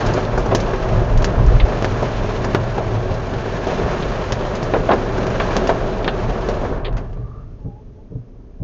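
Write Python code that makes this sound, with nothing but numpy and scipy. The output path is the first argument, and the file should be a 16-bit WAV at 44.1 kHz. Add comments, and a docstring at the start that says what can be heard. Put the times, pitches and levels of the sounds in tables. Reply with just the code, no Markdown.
"""Rain and hail drum on the roof and windscreen of a car driving through a storm, heard from inside:
drops and stones ring the many modes of the car shell. Thunder and road rumble boom as resonant noise,
tyres wash as shaped noise, wipers thump as decaying modes at each turn. Near the end the car rolls
under a bridge: the drumming stops, the thumps come through and the rubber squeaks on the drying glass."""
import sys
import numpy as np
from scipy import signal
from scipy.fft import rfft, irfft, next_fast_len
from scipy.io import wavfile
from scipy.ndimage import uniform_filter1d

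SR = 44100
rng = np.random.default_rng(int(sys.argv[2]) if len(sys.argv) > 2 else 0)


def unload_wav(signal):
    """Save mono or channel-first audio to the path in sys.argv[1] as 16-bit WAV at rate SR, clipped to [-1, 1]."""
    wavfile.write(
        sys.argv[1],
        SR,
        np.round(np.clip(np.atleast_2d(signal).T, -1, 1) * 32767).astype(np.int16),
    )


N = 380583

# Response of the car shell heard inside: (frequency [Hz], level per Hz [dB])
SHELL_RESPONSE = [(82, -49.5), (140, -4), (218, -3), (319, -9), (383, 2), (507, -4.5), (649, -3),
                  (844, -11), (1010, -10.5), (1280, -14.5), (1740, -16), (1930, -21), (4460, -31.5),
                  (5810, -34.5), (7200, -36), (9360, -34), (15800, -120)]
# Ring of the shell modes: (frequency [Hz], T60 [s])
SHELL_DECAY = [(100, 0.16), (500, 0.24), (1500, 0.097), (6000, 0.11)]

# Rain, cut off by the bridge: (time [s], drumming on the roof [dB], patter on the glass [dB])
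RAIN_LEVELS = [(0.0, -17, -27), (0.33, -23.5, -37), (0.75, -22, -33.5), (1.2, -22, -38), (1.8, -22.5, -33),
               (2.4, -24, -34), (3.2, -25.5, -37.5), (3.6, -24.5, -33.5), (3.75, -21, -32),
               (3.95, -22.5, -33), (4.23, -24, -34.5), (4.9, -24, -35.5), (5.5, -20, -31),
               (6.0, -23.5, -38), (6.6, -24, -36.5), (6.75, -24.5, -43.5), (6.88, -33, -64),
               (6.99, -30, -52), (7.08, -41.5, -58), (7.24, -43, -62), (7.43, -53.5, -65),
               (7.96, -58.5, -73.5), (8.63, -55.5, -75)]
SMALL_HAIL_PER_S, SMALL_HAIL_DB = 2.9, -20.5  # the rest of the hail, level re the roof drumming

# Wash of the wet road: (frequency [Hz], level per Hz [dB])
ROAD_SPECTRUM = [(15, -33), (25, 1), (55, -8.5), (193, -17.5), (251, -15.5), (319, -24.5), (436, -18.5),
                 (504, -30), (626, -28), (897, -49), (2500, -53.5), (4500, -58.5), (6440, -57.5),
                 (7800, -75), (10100, -84), (17200, -120)]
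ROAD_DB = -38  # rms of the wash
ROAD_FADE_DB_PER_S, SHELTER_S = 2.5, 7.6  # the wash fades as the car slows under the bridge

# Road rumble and far thunder: (time [s], body boom [dB], cabin boom [dB])
RUMBLE_LEVELS = [(0.0, -30.5, -22), (0.7, -23.5, -29.5), (1.4, -18, -26), (1.8, -27, -26),
                 (2.5, -27.5, -27), (3.2, -28.5, -27), (3.6, -31.5, -31), (4.1, -26.5, -31.5),
                 (4.6, -29.5, -29.5), (5.4, -24, -28.5), (6.0, -27, -33), (6.8, -24, -30),
                 (7.2, -29.5, -34.5), (7.5, -36, -39.5), (7.851, -41, -43.5), (8.63, -43, -57.5)]
# Single booms of the body and cabin, from thunder claps and jolts of the car: # (time at its top [s], body boom
# [dB], cabin boom [dB], length [s])
BOOMS = [(0.082, -19, -28, 0.046), (0.382, -18, -39, 0.1), (0.543, -42, -22, 0.19),
         (0.973, -19.5, -17.5, 0.17), (1.167, -8, -17.5, 0.11), (1.393, -15, -12.5, 0.052),
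         (1.473, -6, -20, 0.09), (1.555, -7.5, -12.5, 0.055), (1.631, -7, -37, 0.048),
         (1.937, -38, -21, 0.18), (2.225, -24, -29, 0.14), (2.602, -40, -22, 0.14),
         (2.962, -38, -19.5, 0.09), (3.12, -23, -21, 0.06), (3.843, -18, -22, 0.044),
         (4.078, -22, -46, 0.055), (4.814, -24, -26, 0.046), (5.6, -20, -37, 0.069),
         (5.846, -22, -30, 0.071), (6.276, -23.5, -27, 0.12), (6.95, -19.5, -26.5, 0.12)]
# Body and cabin resonance: (frequency [Hz], nominal width [Hz])
BOOM_RESONANCES = [(32.5, 17.6), (108, 27)]

# Modes of wiper arm and screen, lowest first: (frequency [Hz], level [dB], T60 [s])
WIPER_MODES = [(118.3, -1.5, 0.2), (178, 1.5, 0.098), (262.6, 2.5, 0.054), (353, -5, 0.061),
               (430, -5, 0.076), (566, -9.5, 0.054), (720, -16, 0.032), (1000, -22, 0.03)]
WIPE_S, FIRST_WIPE_S = .958, -.513  # one sweep out and back; start of the first
# The blades flip at both ends of a sweep: (time into the sweep [s], flip level [dB], clack re flip [dB])
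WIPER_TURNS = [(0.0, -26.5, 2), (.041, -16.5, -9), (0.081, -24, -13), (0.491, -23.5, -2), (.503, -16, -6),
               (0.525, -20, -14)]
SCUFF_T60_S = .12  # the rubber scuffs as it lands, so the clack is rough
JOLT_HZ, JOLT_DB, JOLT_T60_S = 48, -6, 0.099  # each flip also jolts the body, level re flip

# Loudest hailstones: (time [s], nominal crack peak [dB], thud peak re crack [dB], tick re crack [dB],
# brightness of the tick [0-1], nearness to the listener [0-1])
HAILSTONES = [(0.063, -27, 4, -2, .8, .3), (0.137, -25, 0, 0.5, 0.62, 0.56),
              (0.176, -19.5, 14, -16, 0.37, .1), (0.252, -29, -7, -3, 0.28, 0.73),
              (0.3232, -26, 8, -20, .3, 0.37), (0.376, -13, 6.5, -21, 0.86, 0.086),
              (0.392, -19, -1, -20, 0.76, .15), (0.4572, -22, 12, -14, 0.72, .1),
              (0.513, -17.5, 5, -17, 0.21, .15), (0.5175, -21, 18, -20, .2, 0.056),
              (0.5492, -11, 10.5, -3, 0.56, 0.67), (0.603, -28, -11, 2.5, .55, 0.68),
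              (0.734, -16, 2.5, -24, 0.28, .1), (0.8865, -24.5, -12, -11.5, 0.32, .1),
              (0.912, -36, 24, -17, 0.52, 0.22), (1.014, -32, 21.5, -24, .2, .1),
              (1.173, -34, 3, 3.5, .55, 0.23), (1.22, -22.5, 9, -8, 0.56, .1),
              (1.2444, -11.5, 0, -4, 0.47, 0.73), (1.463, -39, -6, 1, 0.7, .4),
              (1.482, -21, -3, -29, .4, .1), (1.599, -24.5, 2, 2, 0.02, 0.17),
              (1.7244, -21.5, 8, -15, .3, 0.51), (1.8244, -20, 9, -8, .4, 0.88),
              (1.8454, -8.5, 0.5, -13, 0.32, 0.67), (2.0244, -24, 17, -14, 0.64, .1),
              (2.1216, -28, -4, -12, .3, .4), (2.4445, -14, 4, -14, 0.58, 0.49),
              (2.5481, -3, 2.5, -18.5, 0.2, 0.66), (2.7772, -19.5, 12, -15.5, 0.31, 0.091),
              (3.14, -32, 9, -5, 0.74, .4), (3.2555, -33, 3, -14, .3, .4), (3.336, -27, 9, -6.5, .2, .3),
              (3.376, -32, 11, -18, .3, 0.44), (3.4583, -34, 20, -34, .65, 0.11),
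              (3.6679, -28.5, 22, -5, 0.39, .1), (4.011, -36, -3, 2, 0.54, .4),
              (4.0253, -23, 12, -3, .1, 0.5), (4.3224, -19.5, 4.5, 1, 0.45, .7),
              (4.4093, -22, 6.5, -12, .3, 0.36), (4.4509, -19, 6, -17, .3, .4),
              (4.551, -30.5, -1, 0, 0.56, 0.38), (4.629, -22.5, 11, -8, 0.83, .6),
              (4.6916, -35, -5, -18, .1, .4), (4.737, -9.5, 10.5, -20, .05, 0.26),
              (4.7474, -14, 8, -36, 0.058, 0.064), (4.7585, -19.5, 11.5, -29, .05, .05),
              (4.8887, -12, 11.5, -21.5, 0.058, 0.11), (4.903, -11.5, 11, -37, 0.046, .05),
              (4.912, -10, 3, -17, .05, .05), (4.9175, -8.5, 6.5, -22.5, .05, 0.42),
              (4.931, -12, 7.5, -22, 0.56, .05), (5.179, -19, 4, -22, 0.93, 0.103),
              (5.2686, -32, -3, -1, 0.6, .9), (5.3999, -5.5, -1.5, -18.5, 0.02, 0.44),
              (5.5066, -17.5, 5, -18, 0.35, 0.18), (5.567, -18.5, 12.5, 1.5, 0.5, 1),
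              (5.672, -15, -13, -6.5, 0.43, 0.58), (5.691, -10, 10, -18.5, 0.37, 0.11),
              (5.804, -21, -14, -23, .45, 0.09), (6.0451, -22, 10, -2.5, 0.02, 0.51),
              (6.0784, -6, 2.5, -11.5, 0.017, 0.48), (6.2177, -27, -1, -24, .3, .4),
              (6.24, -24, 1, -18, .3, .4), (6.294, -24, -2, -13, .3, .4), (6.374, -47, 23, -19, 0.29, .2),
              (6.486, -22, 16, -7, .4, 0.19), (6.6496, -22.5, 6, -25, .2, .1),
              (6.8455, -35.5, 3, 3, 0.03, 0.05), (6.8518, -24, 3, -6, .03, 0.41),
              (6.8616, -29, 4, -6, .03, .1), (6.8707, -37, 9, -7, .05, .1), (6.88, -35, 18, -12, .05, .1),
              (6.925, -35.5, 10, -13, 0.35, .2), (6.967, -27.5, -2, -13, 0.48, .05),
              (6.9767, -27, -4, -15.5, .45, 0.058), (7.129, -44.5, 17, -8, 0.38, .2),
              (7.17, -44, 14, -15, .3, .2)]
# Centres of thud, crack, tick and sizzle: (frequency [Hz])
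HAIL_ZONES = [600, 1500, 3600, 5300]
CREST = 2.8  # nominal peak of a blow over the rms of its first 10 ms
ECHO_S, ECHO_DB = 0.0056, -12.5  # the sizzle comes back off the dashboard
FAR_T60_S, NEAR_T60_S = 0.33, 0.16  # extra damping by the water film, stronger on the near glass
THUD_LOW_HZ = 350  # the thud thins out below this pitch
IN_STEP = 1.07  # how strongly a near stone starts the modes in step
CONTACT_S, BUILD_S = .00015, 0.0026  # onset ramp of the nearest stone; what the farthest adds to it

# Wiper rubber squeaking: (start [s], length [s], pitch from [Hz], pitch to [Hz], top level [dB],
# flutter cutoff [Hz], steady tone re flutter [ratio])
SQUEAK_EVENTS = [(7.016, 0.4, 1160, 1173, -56.5, 36, 1.8), (7.24, 0.1, 1040, 1000, -65, 66, .6),
                 (7.233, 0.21, 1160, 1230, -50.5, 82, 0.54), (7.388, 0.187, 1260, 1320, -62, 99, .3),
                 (7.589, 0.13, 874, 810, -54, 20, 2.2), (7.684, 0.13, 810, 854, -49, 32, 1.7),
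                 (7.956, 0.077, 835, 890, -61, 20, 2.6)]
WAVER_HZ, WAVER_CUTOFF_HZ = 7, 15  # rms wander of the squeak's pitch; how fast it wanders

CUTOFF_HZ = 8500  # the top is cut from here


def amp(db):
    """dB to gain."""
    return 10 ** (np.asarray(db) / 20)


def rms_one(x):
    """Scale to rms 1."""
    return x / np.sqrt(np.mean(x ** 2) + 1e-20)


def in_time(rows):
    """Draw the level curves sample by sample."""
    s, *columns = np.transpose(rows)
    return [np.interp(np.arange(N) / SR, s, c) for c in columns]


def at_hz(points, hz):
    """Read a spectrum on a log frequency axis."""
    point_hz, values = np.array(points).T
    return np.interp(np.log(hz), np.log(point_hz), values)


def resonate(x, hz, width_hz):
    """Two-pole resonance, gain about 1 on top."""
    r = np.exp(-np.pi * width_hz / SR)
    top_gain = (1 - r * r) / 2
    poles = [1, -2 * r * np.cos(2 * np.pi * hz / SR), r * r]
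    return signal.lfilter(top_gain * np.array([1, 0, -1]), poles, x)


def shell_modes(count=600):
    """Pitches and rings of the many modes of roof and glass, denser in the bass."""
    hz = (np.linspace(11, 90, count) + rng.uniform(-.062, .062, count)) ** 2
    t60 = np.clip(at_hz(SHELL_DECAY, hz), .01, .4)
    t = np.arange(SR // 5) / SR
    # allow for mode spacing and ring time, so that energy per Hz follows the response
    height = amp(at_hz(SHELL_RESPONSE, hz)) * np.sqrt(np.sqrt(hz) / t60)
    rings = np.sin(2 * np.pi * np.outer(hz, t)) * amp(-60 * t / t60[:, None])
    return hz, height[:, None] * rings


def drops(hz, rings, share, per_s, spread_db, count=8):
    """Drops land at random on several spots; each spot shakes the modes in its own mix."""
    spots = (rng.standard_normal((count, len(hz))) * share) @ rings
    landed = rng.random(N) < per_s / SR
    sizes = amp(spread_db * np.minimum(rng.exponential(1, N), 4)) * landed
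    dealt = rng.integers(0, count, N)
    patter = sum(signal.oaconvolve(sizes * (dealt == k), spots[k])[:N] for k in range(count))
    return rms_one(patter)


def rain(hz, rings):
    """The lined roof drums dull, the bare glass patters bright; small stones knock in between."""
    roof_db, glass_db = in_time(RAIN_LEVELS)
    dull = 1 / np.sqrt(1 + (hz / 1500) ** 4)
    bright = np.sqrt(1 - dull ** 2)
    roof = drops(hz, rings, dull, per_s=600, spread_db=2.5)
    glass = drops(hz, rings, bright, per_s=1100, spread_db=3.0, count=15)
    stones = drops(hz, rings, 1, SMALL_HAIL_PER_S, spread_db=1.5)
    return amp(roof_db) * (roof + amp(SMALL_HAIL_DB) * stones) + amp(glass_db) * glass


def road():
    """Wash of tyres on the wet road and of rain farther off: noise shaped in frequency."""
    size = next_fast_len(N)
    hz = np.maximum(np.arange(size // 2 + 1) * SR / size, 1)
    spectrum = rfft(rng.standard_normal(size)) * amp(at_hz(ROAD_SPECTRUM, hz))
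    wash = rms_one(irfft(spectrum, size)[:N])
    fade_db = ROAD_FADE_DB_PER_S * np.maximum(np.arange(N) / SR - SHELTER_S, 0)
    return amp(ROAD_DB - fade_db) * wash


def rumble():
    """Noise rings the two big resonances of the car; its own fading is partly evened out."""
    out, t = 0, np.arange(N) / SR
    claps = 0
    for s, body_db, cabin_db, length in BOOMS:
        claps = claps + amp([[body_db], [cabin_db]]) * np.exp(-(2 * (t - s) / length) ** 2)
    levels = np.hypot(amp(in_time(RUMBLE_LEVELS)), claps)
    for level, (hz, width) in zip(levels, BOOM_RESONANCES):
        boom = rng.standard_normal(N)
        for _ in range(2):  # each pass is wider, as two in a row narrow the peak
            boom = resonate(boom, hz, 1.39 * width)
        boom = rms_one(boom)
        swell = np.sqrt(uniform_filter1d(boom ** 2, round(2 * SR / hz)) + 0.61)
        out = out + level * rms_one(boom / swell)
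    return out


def wiper_flips():
    """A soft blow: the lowest mode thumps, the higher ones of arm and screen clack."""
    t, out = np.arange(SR // 4) / SR, np.zeros(N + SR // 4)
    modes = np.array([amp(db - 60 * t / t60) * np.sin(2 * np.pi * hz * t) for hz, db, t60 in WIPER_MODES])
    jolt = amp(JOLT_DB - 60 * t / JOLT_T60_S) * np.sin(2 * np.pi * JOLT_HZ * t)
    thump = (modes[0] - jolt) * np.minimum(t / 0.0033, 1)
    scuff_fade = amp(-60 * t[:SR // 20] / SCUFF_T60_S)
    for start in np.arange(FIRST_WIPE_S, N / SR, WIPE_S):
        for into_s, db, clack_db in WIPER_TURNS:
            s = start + into_s
            if not 0 < s < N / SR:
                continue
            mix_db = rng.normal(0, 2.0, len(modes) - 1)  # every clack differs a little
            scuff = rng.standard_normal(len(scuff_fade)) * scuff_fade
            scuff = scuff / np.sqrt(np.sum(scuff ** 2))
            clean_clack = amp(clack_db + mix_db) @ modes[1:] * np.minimum(t / 0.0034, 1)
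            clack = signal.fftconvolve(clean_clack, scuff)[:len(t)]
            out[round(s * SR):][:len(t)] += amp(db) * (thump + clack)
    return out[:N]


def hail(hz, rings):
    """Stones strike the shell modes, each at its own spot: near ones snap, far ones swell through the roof."""
    out, t = np.zeros(N + rings.shape[1]), np.arange(rings.shape[1]) / SR
    lag = round(ECHO_S * SR)
    # the zones fade into each other
    shares = [np.interp(np.log(hz), np.log(HAIL_ZONES), row) for row in np.eye(4)]
    shares[0] = shares[0] / np.sqrt(1 + (THUD_LOW_HZ / hz) ** 4)
    for s, db, thud_db, tick_db, bright, near in HAILSTONES:
        bright, near = np.clip([bright, near], 0, 1)
        mix = rng.standard_normal(len(hz)) - IN_STEP * near  # modes in step give a sharp first pulse
        zones = (mix * shares) @ rings
        thud, crack, tick, sizzle = (z / np.sqrt(np.mean(z[:SR // 100] ** 2)) for z in zones)
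        body = (amp(thud_db) * thud + crack) / CREST
        sizzle = sizzle + amp(ECHO_DB) * np.r_[np.zeros(lag), sizzle[:-lag]]
        top = amp(tick_db) * ((1 - bright) * tick + bright * sizzle)
        fade = amp(-60 * t / (FAR_T60_S + (NEAR_T60_S - FAR_T60_S) * near))
        build_s = BUILD_S * (1 - near) ** 3
        soft = fade * np.minimum(t / (build_s + CONTACT_S), 1)
        hard = fade * np.minimum(t / (build_s + 1 / SR), 1)
        out[round(s * SR):][:len(body)] += amp(db) * (soft * body + hard * top)
    return out[:N]


def slow_noise(cutoff_hz):
    """Low-passed noise of rms 1, for slow random movement."""
    lowpass = signal.butter(2, cutoff_hz, fs=SR, output="sos")
    return rms_one(signal.sosfilt(lowpass, rng.standard_normal(N)))


def wiper_squeaks():
    """Stick-slip of the rubber: a narrow noisy tone that glides, swelling and fading."""
    out, t = np.zeros(N), np.arange(N) / SR
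    for start, length, from_hz, to_hz, db, flutter_hz, steady in SQUEAK_EVENTS:
        way = np.clip((t - start) / length, 0, 1)
        pitch = from_hz + (to_hz - from_hz) * way + WAVER_HZ * slow_noise(WAVER_CUTOFF_HZ)
        carrier = np.exp(2j * np.pi * np.cumsum(pitch) / SR)
        flutter = steady + slow_noise(flutter_hz) + 1j * slow_noise(flutter_hz)
        swell = (4 * way * (1 - way)) ** 0.39
        out += amp(db) * swell * rms_one(np.real(carrier * flutter))
    return out


def scene():
    """Everything heard in the cabin."""
    hz, rings = shell_modes()
    storm = rain(hz, rings) + hail(hz, rings)
    car = road() + rumble() + wiper_flips() + wiper_squeaks()
    return (storm + car)[None]


def record(dry):
    """Peaks are rounded just below full scale, then the top is cut."""
    ceiling = .97
    rounded = dry / (1 + np.abs(dry / ceiling) ** 6) ** (1 / 6)
    return signal.sosfilt(signal.cheby2(10, 60, CUTOFF_HZ, fs=SR, output="sos"), rounded)


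dry = scene()
out = record(dry)
unload_wav(out)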